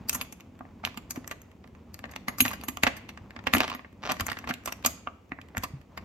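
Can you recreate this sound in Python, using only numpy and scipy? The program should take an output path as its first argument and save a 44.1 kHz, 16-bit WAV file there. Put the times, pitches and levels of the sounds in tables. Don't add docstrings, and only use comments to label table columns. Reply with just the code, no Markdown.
import sys
import numpy as np
from scipy import signal
from scipy.fft import rfft, irfft, next_fast_len
from scipy.io import wavfile
from scipy.ndimage import map_coordinates

SR = 44100
rng = np.random.default_rng(int(sys.argv[2]) if len(sys.argv) > 2 else 0)


def wrap_up_sound(samples):
    columns = np.atleast_2d(samples).T
    tamed = np.clip(columns, -1, 1)
    steps = np.round(tamed * 32767).astype(np.int16)
    wavfile.write(sys.argv[1], SR, steps)


N = 266540
HIT_TIME = np.arange(SR // 4) / SR

# time_s, level_db
EFFORT = [(0, -45.5), (.2, -50), (.45, -52), (.85, -50), (1.19, -50), (1.55, -54), (1.9, -51.5),
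          (2.47, -47.5), (3.0, -50), (3.4, -49), (3.6, -49), (3.88, -58), (4.08, -46), (4.6, -52),
          (4.9, -49.5), (5.26, -58.5), (5.63, -48), (5.88, -56), (6.04, -47)]
# frequency_hz, level_db
RUMBLE_SPECTRUM = [(20, -29.5), (45, -6), (82, 3.5), (140, -6.5), (200, -1.5), (255, -3.5), (350, -12),
                   (500, -22.5), (1200, -60.5)]
RUB_SPECTRUM = [(150, -26.5), (450, 2), (700, -0.5), (1050, 1), (1500, -8), (2400, -12), (4000, -21),
                (7000, -26.5), (9500, -46), (16000, -33.5)]
HUSH_SPECTRUM = [(100, -10.5), (400, 2.5), (700, -2.5), (1050, -8.5), (1500, -17.5), (2400, -13),
                 (4000, -24.5), (7000, -25), (9500, -36), (16000, -30)]
# start_s, knock_db, clack_db, metal_db, chatter_ms
CLICKS = [(0.086, -54, -58.5, -40.5, 2.3), (.095, -35, -30.5, -26, 1.2), (.129, -40.5, -42.5, -38.5, 5),
          (0.1471, -35, -40.5, -35, 5), (0.2124, -35, -31.5, -57, 2.6), (0.325, -48, -51.5, -47, 3),
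          (0.406, -57, -51, -60.5, 3.2), (.8507, -46, -26.5, -49, 0.47), (.974, -38.5, -41, -47.5, 3.2),
          (1.107, -43, -44.5, -35, 3.8), (1.159, -41.5, -48.5, -53.5, 7.2), (1.2767, -44.5, -51, -43, 1.6),
          (1.3118, -34, -38, -47, 5.2), (1.4172, -59, -64, -56, 1.8), (1.943, -52.5, -52.5, -46.5, 1.2),
          (1.9914, -47.5, -51, -56.5, 1.4), (2.113, -57.5, -62.5, -54.5, 2.3),
          (2.162, -36.5, -37.5, -50.5, 1.3), (2.2827, -26.5, -34, -47.5, 3.4),
          (2.3845, -39.5, -49.5, -40.5, 12), (2.405, -26.5, -18, -31, 2.7), (2.4522, -26, -30.5, -42, 4),
          (2.461, -31.5, -39, -44, 6.5), (2.4809, -50, -31.5, -56, 0.76), (2.5122, -35, -53, -47, 3.6),
          (2.5323, -36, -41, -48, 4), (2.6126, -55, -48, -55, 2), (2.684, -31.5, -34.5, -36.5, 3.6),
          (2.772, -36.5, -39.5, -45.5, 0.77), (2.8348, -17.5, -19.5, -31, 2.7),
          (2.8675, -20.5, -27, -65, 0.73), (2.8709, -22, -24.5, -44, 3), (2.967, -45.5, -53, -51, 6.1),
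          (3.09, -43, -41.5, -56, 5.3), (3.4698, -23, -26, -48, 2.7), (3.5369, -17.5, -19, -32.5, 0.75),
          (3.5495, -21, -30, -50, 1.1), (3.5679, -22.5, -30, -45, 1.97), (3.5831, -37, -32.5, -39.5, 0.83),
          (3.605, -20.5, -22, -39, 0.65), (3.6333, -35.5, -37, -58, 2), (3.679, -34.5, -38, -53, 2),
          (3.699, -36, -36, -53, 3.7), (3.7492, -35.5, -53.5, -58, 1.5), (4.097, -30, -33.5, -58, 1.4),
          (4.119, -30.5, -32.5, -36.5, 1.4), (4.1978, -30.5, -35.5, -44, 4.6), (4.2077, -30, -33, -36.5, 2),
          (4.2668, -36, -45.5, -35.5, 1.5), (4.2989, -36.5, -35, -55, 2), (4.3171, -30, -39, -48.5, 2.5),
          (4.3304, -41.5, -41.5, -61, .6), (4.3881, -42.5, -44, -50.5, 1.8), (4.4739, -35, -41, -57, 3.3),
          (4.49, -31.5, -35, -47.5, 16), (4.5391, -55.5, -39, -46.5, 2.4), (4.6583, -37.5, -42, -37, 1.6),
          (4.6748, -32, -37.5, -46.5, 7.6), (4.7236, -37, -38, -40, 1.8), (4.8484, -26.5, -26.5, -41, 2.1),
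          (4.8612, -26.5, -29.5, -23.5, 3), (5.415, -52.5, -49, -65, 1.2), (5.57, -28.5, -39, -46, 1.1),
          (5.58, -42.5, -40.5, -41.5, .8), (5.6351, -30.5, -36.5, -39.5, 4.9),
          (5.9752, -36, -42.5, -54, 3.2)]
# pitch_hz, width_hz, level_db
HOUSING_RESONANCES = [(275.3, 68, 6), (704, 140, -9), (752, 350, 1), (1160, 244, 6.5), (1428, 310, -7.5),
                      (1735, 90, -11.5), (1938, 550, 11.5)]
SLIDER_RESONANCES = [(2268, 300, 2), (2630, 400, 12.5), (2940, 1300, 2.5), (3750, 2100, -15),
                     (4340, 600, -13.5)]
METAL_RESONANCES = [(4730, 440, -2.5), (5880, 650, -1.5), (6610, 310, 4), (7240, 360, -3.5),
                    (8180, 400, -11), (9270, 700, -17.5)]
# frequency_hz, level_db
TING_SPECTRUM = [(7000, -50.5), (10200, -23.5), (11200, -9.5), (12300, 2.5), (13200, -4), (14200, -16.5),
                 (15300, -15), (16300, -24)]
# start_s, level_db, pitch_hz
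PUSHES = [(0.153, -40.5, 242), (0.975, -40.5, 233), (1.175, -31.5, 259), (2.404, -37, 239),
          (2.419, -39, 106), (2.42, -27, 245), (2.459, -37.5, 248), (2.836, -27.5, 267), (2.929, -44, 96),
          (3.209, -42, 89), (3.537, -39, 96), (3.539, -29.5, 189), (3.552, -32, 239), (4.209, -33.5, 84.5),
          (4.279, -44, 85.6), (4.503, -31, 247), (5.32, -36, 265), (5.572, -32, 86.6), (5.571, -34.5, 202),
          (5.735, -34, 135.5)]
# start_s, level_db
JINGLES = [(0.094, -44.5), (0.13, -33.5), (.1465, -30.5), (.2128, -36), (.8507, -41.5), (.974, -65),
           (2.2823, -37), (2.3845, -40.5), (2.405, -15.5), (2.42, -28.5), (2.461, -37.5), (2.4805, -35.5),
           (2.5323, -46.5), (2.6366, -42.5), (2.684, -34.5), (3.5384, -28), (3.5496, -31), (3.7483, -50),
           (4.8586, -31.5), (5.6355, -50)]
# pitch_hz, level_db
PULL_TONES = [(6605, -6.5), (7060, -13), (8540, -16), (11230, -4), (12300, -17.5), (12405, 0.5),
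              (12550, -4.5), (12960, -17.5)]
# start_s, end_s, level_db
SCRAPES = [(0.122, .25, -42.5), (0.831, 0.885, -40), (2.452, 2.553, -44), (2.6, 2.712, -58.5),
           (3.543, 3.667, -30.5), (3.66, 3.769, -40.5), (4.013, 4.148, -35.5), (4.193, 4.52, -55),
           (4.652, 4.75, -50)]
# frequency_hz, level_db
SCRAPE_SPECTRUM = [(150, -17.5), (450, -2.5), (900, 2), (1800, -5.5), (3000, -6), (6500, -17.5),
                   (9000, -42), (12500, -32), (16000, -58)]
# start_s, knock_db, cutoff_hz
TOCKS = [(0.607, -35.5, 1120), (.652, -50, 2000), (0.8379, -33, 1710), (0.8735, -38.5, 3000),
         (1.244, -48, 7000), (1.641, -52, 6000), (1.7501, -55.5, 9000), (2.0407, -35, 4000),
         (2.055, -45, 9000), (2.093, -51, 6000), (2.1365, -47, 8000), (2.6366, -40.5, 6000),
         (3.175, -44, 9020), (3.307, -48, 4980), (3.3637, -40.5, 6000), (3.3906, -42, 5000),
         (3.7163, -34.5, 5000), (3.7933, -44, 3000), (3.8466, -44, 2370), (4.037, -39, 6500),
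         (4.092, -32, 6400), (4.1032, -28.5, 6000), (4.1114, -29, 8000), (4.1673, -44, 9000),
         (4.2831, -35, 6000), (4.2887, -32.5, 6010), (4.37, -37, 6030), (4.4412, -39, 2220),
         (4.5084, -29, 4000), (4.874, -35.5, 6000), (5.0724, -30, 2600), (5.319, -32, 2613),
         (5.3869, -37, 1560), (5.549, -41.5, 2400)]
# start_s, level_db
RELEASES = [(4.8605, -27)]
# pitch_hz, width_hz, level_db
SPRING_RESONANCES = [(5050, 220, 7), (5880, 190, -8.5), (6380, 380, 6.5), (6930, 240, -14),
                     (8520, 250, -16.5), (11500, 350, 0.5), (12900, 110, 11), (13330, 200, -6)]
# pitch_hz, level_db, fade_s
SPRING_TONES = [(5900, -4, .22), (6600, -1, .33), (7000, -2.5, .3)]
# frequency_hz, phase_lead_rad, louder_by_db
MIC_DIFFERENCES = [(200, 1, -1), (750, -0.5, 1), (1400, -0.67, -4.5), (2007, -1.56, 0.5),
                   (3000, -1.22, -3.5), (4500, -1.85, 3.5), (6000, -0.45, 5.5), (6780, -2.5, 4),
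                   (8000, -1.2, -11.5), (10000, -3, 4), (12670, -0.94, -2.5), (15000, -2, 1.5)]
# frequency_hz, fade_s
ROOM_FADES = [(100, .45), (300, 0.47), (1000, 0.44), (2400, 0.53), (6500, 0.41), (9000, 0.38), (13000, 0.2),
              (16000, 0.055)]


def amp(db):
    return 10 ** (np.asarray(db) / 20)


def unit(x):
    return x / np.sqrt(np.mean(x ** 2) + 1e-20)


def unit_start(x):
    return x / np.sqrt(np.mean(x[..., :SR // 100] ** 2) + 1e-20)


def along(points, hz):
    point_hz, values = np.transpose(points)
    return np.interp(np.log(hz + 1), np.log(point_hz), values)


def filtered(x, response):
    length = x.shape[-1]
    size = next_fast_len(length + 4096, real=True)
    return irfft(rfft(x, size) * response(np.fft.rfftfreq(size, 1 / SR)), size)[..., :length]


def add(track, start_s, x):
    part = track[..., max(0, round(start_s * SR)):][..., :x.shape[-1]]
    part += x[..., :part.shape[-1]]


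def wobble(per_s):
    points = rng.standard_normal(int(N * per_s / SR) + 4)
    return map_coordinates(points, [np.arange(N) * per_s / SR])


def noise(spectrum, width, grit_db):
    white = rng.standard_normal((3, N))
    grit = amp(grit_db * rng.standard_normal(N // 32 + 1)).repeat(32)[:N]
    stereo = (white[0] + width * white[1:]) * grit
    return unit(filtered(stereo, lambda hz: amp(along(spectrum, hz))))


def effort(times):
    rumble_db = np.interp(times, *np.transpose(EFFORT))
    easy_db = -50
    return rumble_db, 1.6 * (rumble_db - easy_db)


def handling():
    rumble_db, boost_db = effort(np.arange(N) / SR)
    rumble = amp(rumble_db + 0.55 * wobble(9.6)) * noise(RUMBLE_SPECTRUM, width=0.16, grit_db=4.5)
    rub = amp(-61.5 + boost_db + 3.1 * wobble(25)) * noise(RUB_SPECTRUM, width=0.36, grit_db=3.5)
    return rumble + rub


def room_hush():
    return amp(-62.5) * noise(HUSH_SPECTRUM, width=1, grit_db=1)


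def tick_rows(per_s=5.1):
    count = int(per_s * N / SR)
    times = (np.arange(count) + rng.random(count)) / per_s
    boosts_db = effort(times)[1] - rng.standard_normal(count)
    return [(start_s, db - 53.5, db - 58.5, db - 67.5, 1.5) for start_s, db in zip(times, boosts_db)]


def pulse(spectrum, size=2048):
    cepstrum = irfft(np.log(amp(along(spectrum, np.fft.rfftfreq(size, 1 / SR)))))
    return irfft(np.exp(rfft(2 * cepstrum[:size // 2], size)))


def body(resonances, size=2048):
    hz = np.fft.rfftfreq(size, 1 / SR)
    return irfft(sum(amp(db) * 1j * hz * width / (pitch ** 2 - hz ** 2 + 1j * hz * width)
                     for pitch, width, db in resonances))


def varied(table, spread_db):
    rows = np.array(table, float)
    rows[:, -1] += spread_db * rng.standard_normal(len(rows))
    return rows


def regripped(table, spread_db, detune=0.016):
    rows = varied(table, spread_db)
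    rows[:, 0] *= 1 + detune * rng.standard_normal()
    return rows


def chatter(halving_ms, size=1024):
    grains = rng.standard_normal((3, size)) * rng.exponential(1, size) ** 1.37
    bounces = (grains[0] + 0.91 * grains[1:]) * np.exp(-700 * HIT_TIME[:size] / halving_ms)
    force = bounces / np.sqrt(np.sum(bounces ** 2) / 2)
    force[:, 0] += 1.02 / halving_ms
    return force


def soft_attack(rise_ms=4.6, size=512):
    swell = rng.standard_normal((2, size)) * np.exp(-1000 * HIT_TIME[:size] / rise_ms)[::-1]
    return swell / np.sqrt(np.sum(swell ** 2) / 2)


def radiation(size):
    hz = np.fft.rfftfreq(size, 1 / SR)
    cutoffs_hz = [("low", 1920), ("low", 5350), ("high", 4500), ("high", 10000)]
    filters = [signal.butter(4, cutoff, kind, fs=SR, output="sos") for kind, cutoff in cutoffs_hz]
    return np.array([signal.sosfreqz(sos, hz, fs=SR)[1] for sos in filters])


def strike(knock_db, clack_db, metal_db, chatter_ms, size=4096):
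    knock = body(regripped(HOUSING_RESONANCES, spread_db=4.5))
    clack = body(regripped(SLIDER_RESONANCES, spread_db=1.5))
    crack = body(regripped(METAL_RESONANCES, spread_db=9))
    ting = pulse(regripped(TING_SPECTRUM, spread_db=4))
    parts = rfft([knock, clack, crack, ting], size) * radiation(size)
    force = chatter(chatter_ms)
    swell = amp(-16.5) * np.linalg.norm(force[0]) * soft_attack()
    hits = irfft(parts[:, None] * rfft(np.hstack([swell, force]), size))
    lead = swell.shape[1]
    onsets = hits[..., lead:lead + SR // 100]
    gains = amp([knock_db, clack_db, metal_db, metal_db - 1]) / np.sqrt(np.mean(onsets ** 2, (1, 2)))
    return np.tensordot(gains, hits, 1), lead / SR


def clicks(rows):
    out = np.zeros((2, N))
    for start_s, *contact in rows:
        sound, lead_s = strike(*contact)
        add(out, start_s - lead_s, sound)
    return out


def tone(hz, fade_s, wander=0):
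    phase = rng.normal(0, 1, (2, 1)) * min(1, hz / 6000)
    return np.sin(2 * np.pi * hz * HIT_TIME + phase + wander) * amp(-60 * HIT_TIME / fade_s)


def shell_booms(panel_hz=257.6, lid_hz=85.5, fade_cycles=10.8, rise_cycles=0.6):
    out = np.zeros((2, N))
    shakes = [(start_s, knock_db + offset_db, hz * (1 + 0.025 * rng.standard_normal()))
              for start_s, knock_db, *_ in CLICKS + TOCKS
              for hz, offset_db in [(panel_hz, -12.5), (lid_hz, -19.5)]]
    for start_s, level_db, hz in PUSHES + shakes:
        fade_s = fade_cycles / hz
        boom = tone(hz, fade_s) + 0.51 * tone(0.7 * hz, 0.7 * fade_s)
        swell = 1 - np.exp(-HIT_TIME * hz / rise_cycles)
        add(out, start_s, amp(level_db) * unit_start(boom * swell))
    return out


def shiver(blur_hz=22):
    return np.cumsum(rng.standard_normal(len(HIT_TIME))) * np.sqrt(2 * np.pi * blur_hz / SR)


def jingles():
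    out = np.zeros((2, N))
    for start_s, level_db in JINGLES:
        detune = 1 + 0.002 * rng.standard_normal()
        ring = sum(amp(db) * tone(hz * detune, fade_s=0.07, wander=shiver())
                   for hz, db in varied(PULL_TONES, spread_db=0.5))
        add(out, start_s, amp(level_db) * unit_start(ring))
    return out


def scrapes(slips_per_s=83):
    strokes = np.zeros(N)
    for start_s, end_s, level_db in SCRAPES:
        swell_and_fade = signal.windows.tukey(round((end_s - start_s) * SR), 0.53)
        add(strokes, start_s, amp(level_db) * swell_and_fade)
    kicks = (rng.random(N) < slips_per_s / SR) * amp(2 * rng.standard_normal(N))
    slips = unit(signal.fftconvolve(kicks, pulse(SCRAPE_SPECTRUM))[:N])
    grit = noise(SCRAPE_SPECTRUM, width=0.24, grit_db=2)
    return strokes * (amp(-9) * grit + amp(-3.5) * slips)


def tocks():
    out = np.zeros((2, N))
    for start_s, knock_db, cutoff_hz in TOCKS:
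        sound, lead_s = strike(knock_db, knock_db - 6.5, knock_db - 18, chatter_ms=1.9)
        low_pass = signal.butter(3, cutoff_hz, fs=SR, output="sos")
        add(out, start_s - lead_s, signal.sosfilt(low_pass, sound))
    return out


def catch_snap():
    out = np.zeros((2, N))
    fade = amp(-60 * HIT_TIME / 0.04) + amp(-19 - 60 * HIT_TIME / 0.18)
    for start_s, level_db in RELEASES:
        jitter = rng.standard_normal((3, len(HIT_TIME)))
        rattle = (jitter[0] + 0.35 * jitter[1:]) * fade
        buzz = signal.fftconvolve(rattle, body(SPRING_RESONANCES)[None], axes=1)
        ring = sum(amp(db) * tone(hz, fade_s) for hz, db, fade_s in SPRING_TONES)
        add(out, start_s, amp(level_db) * unit_start(buzz))
        add(out, start_s, amp(level_db - 20.5) * unit_start(ring))
    return out


def echo(x, fades, delay_s, alike_below_hz=451):
    hz, times, bands = signal.stft(rng.standard_normal((2, SR * 2 // 3)), SR, nperseg=256)
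    alike = 1 / (1 + (hz[:, None] / alike_below_hz) ** 2)
    bands[1] = alike * bands[0] + np.sqrt(1 - alike ** 2) * bands[1]
    bands *= amp(-60 * times / along(fades, hz)[:, None])
    tail = signal.istft(bands, SR, nperseg=256)[1]
    tail = np.pad(tail / np.linalg.norm(tail[0]), ((0, 0), (round(delay_s * SR), 0)))
    return signal.fftconvolve(x, tail, axes=1)[:, :N]


def at_microphones(x):
    hz, lead_rad, louder_db = np.transpose(MIC_DIFFERENCES)
    sides = np.array([[0.5], [-0.5]])
    levels, phases = np.c_[hz, louder_db], np.c_[hz, lead_rad]
    return filtered(x, lambda f: amp(sides * along(levels, f)) * np.exp(1j * sides * along(phases, f)))


def scene():
    lock = clicks(CLICKS + tick_rows()) + tocks() + jingles() + catch_snap() + scrapes()
    shell = shell_booms()
    case_fades = [(200, 0.22), (1200, 0.069), (4000, 0.042), (12000, 0.0057)]  # frequency_hz, fade_s
    case_buzz = amp(-12.5) * echo(lock, case_fades, delay_s=0.0027)
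    room_echo = amp(-17) * echo(lock + shell, ROOM_FADES, delay_s=0.0082)
    return at_microphones(lock) + shell + case_buzz + room_echo + handling() + room_hush()


def record(dry):
    bottom_hz, top_hz, ceiling = 38, 15950, 0.9
    thinned = signal.sosfilt(signal.butter(3, bottom_hz, "high", fs=SR, output="sos"), dry)
    rounded = thinned / (1 + np.abs(thinned / ceiling) ** 6) ** (1 / 6)
    return filtered(rounded, lambda hz: 1 / (1 + (hz / top_hz) ** 120))


dry = scene()
out = record(dry)
wrap_up_sound(out)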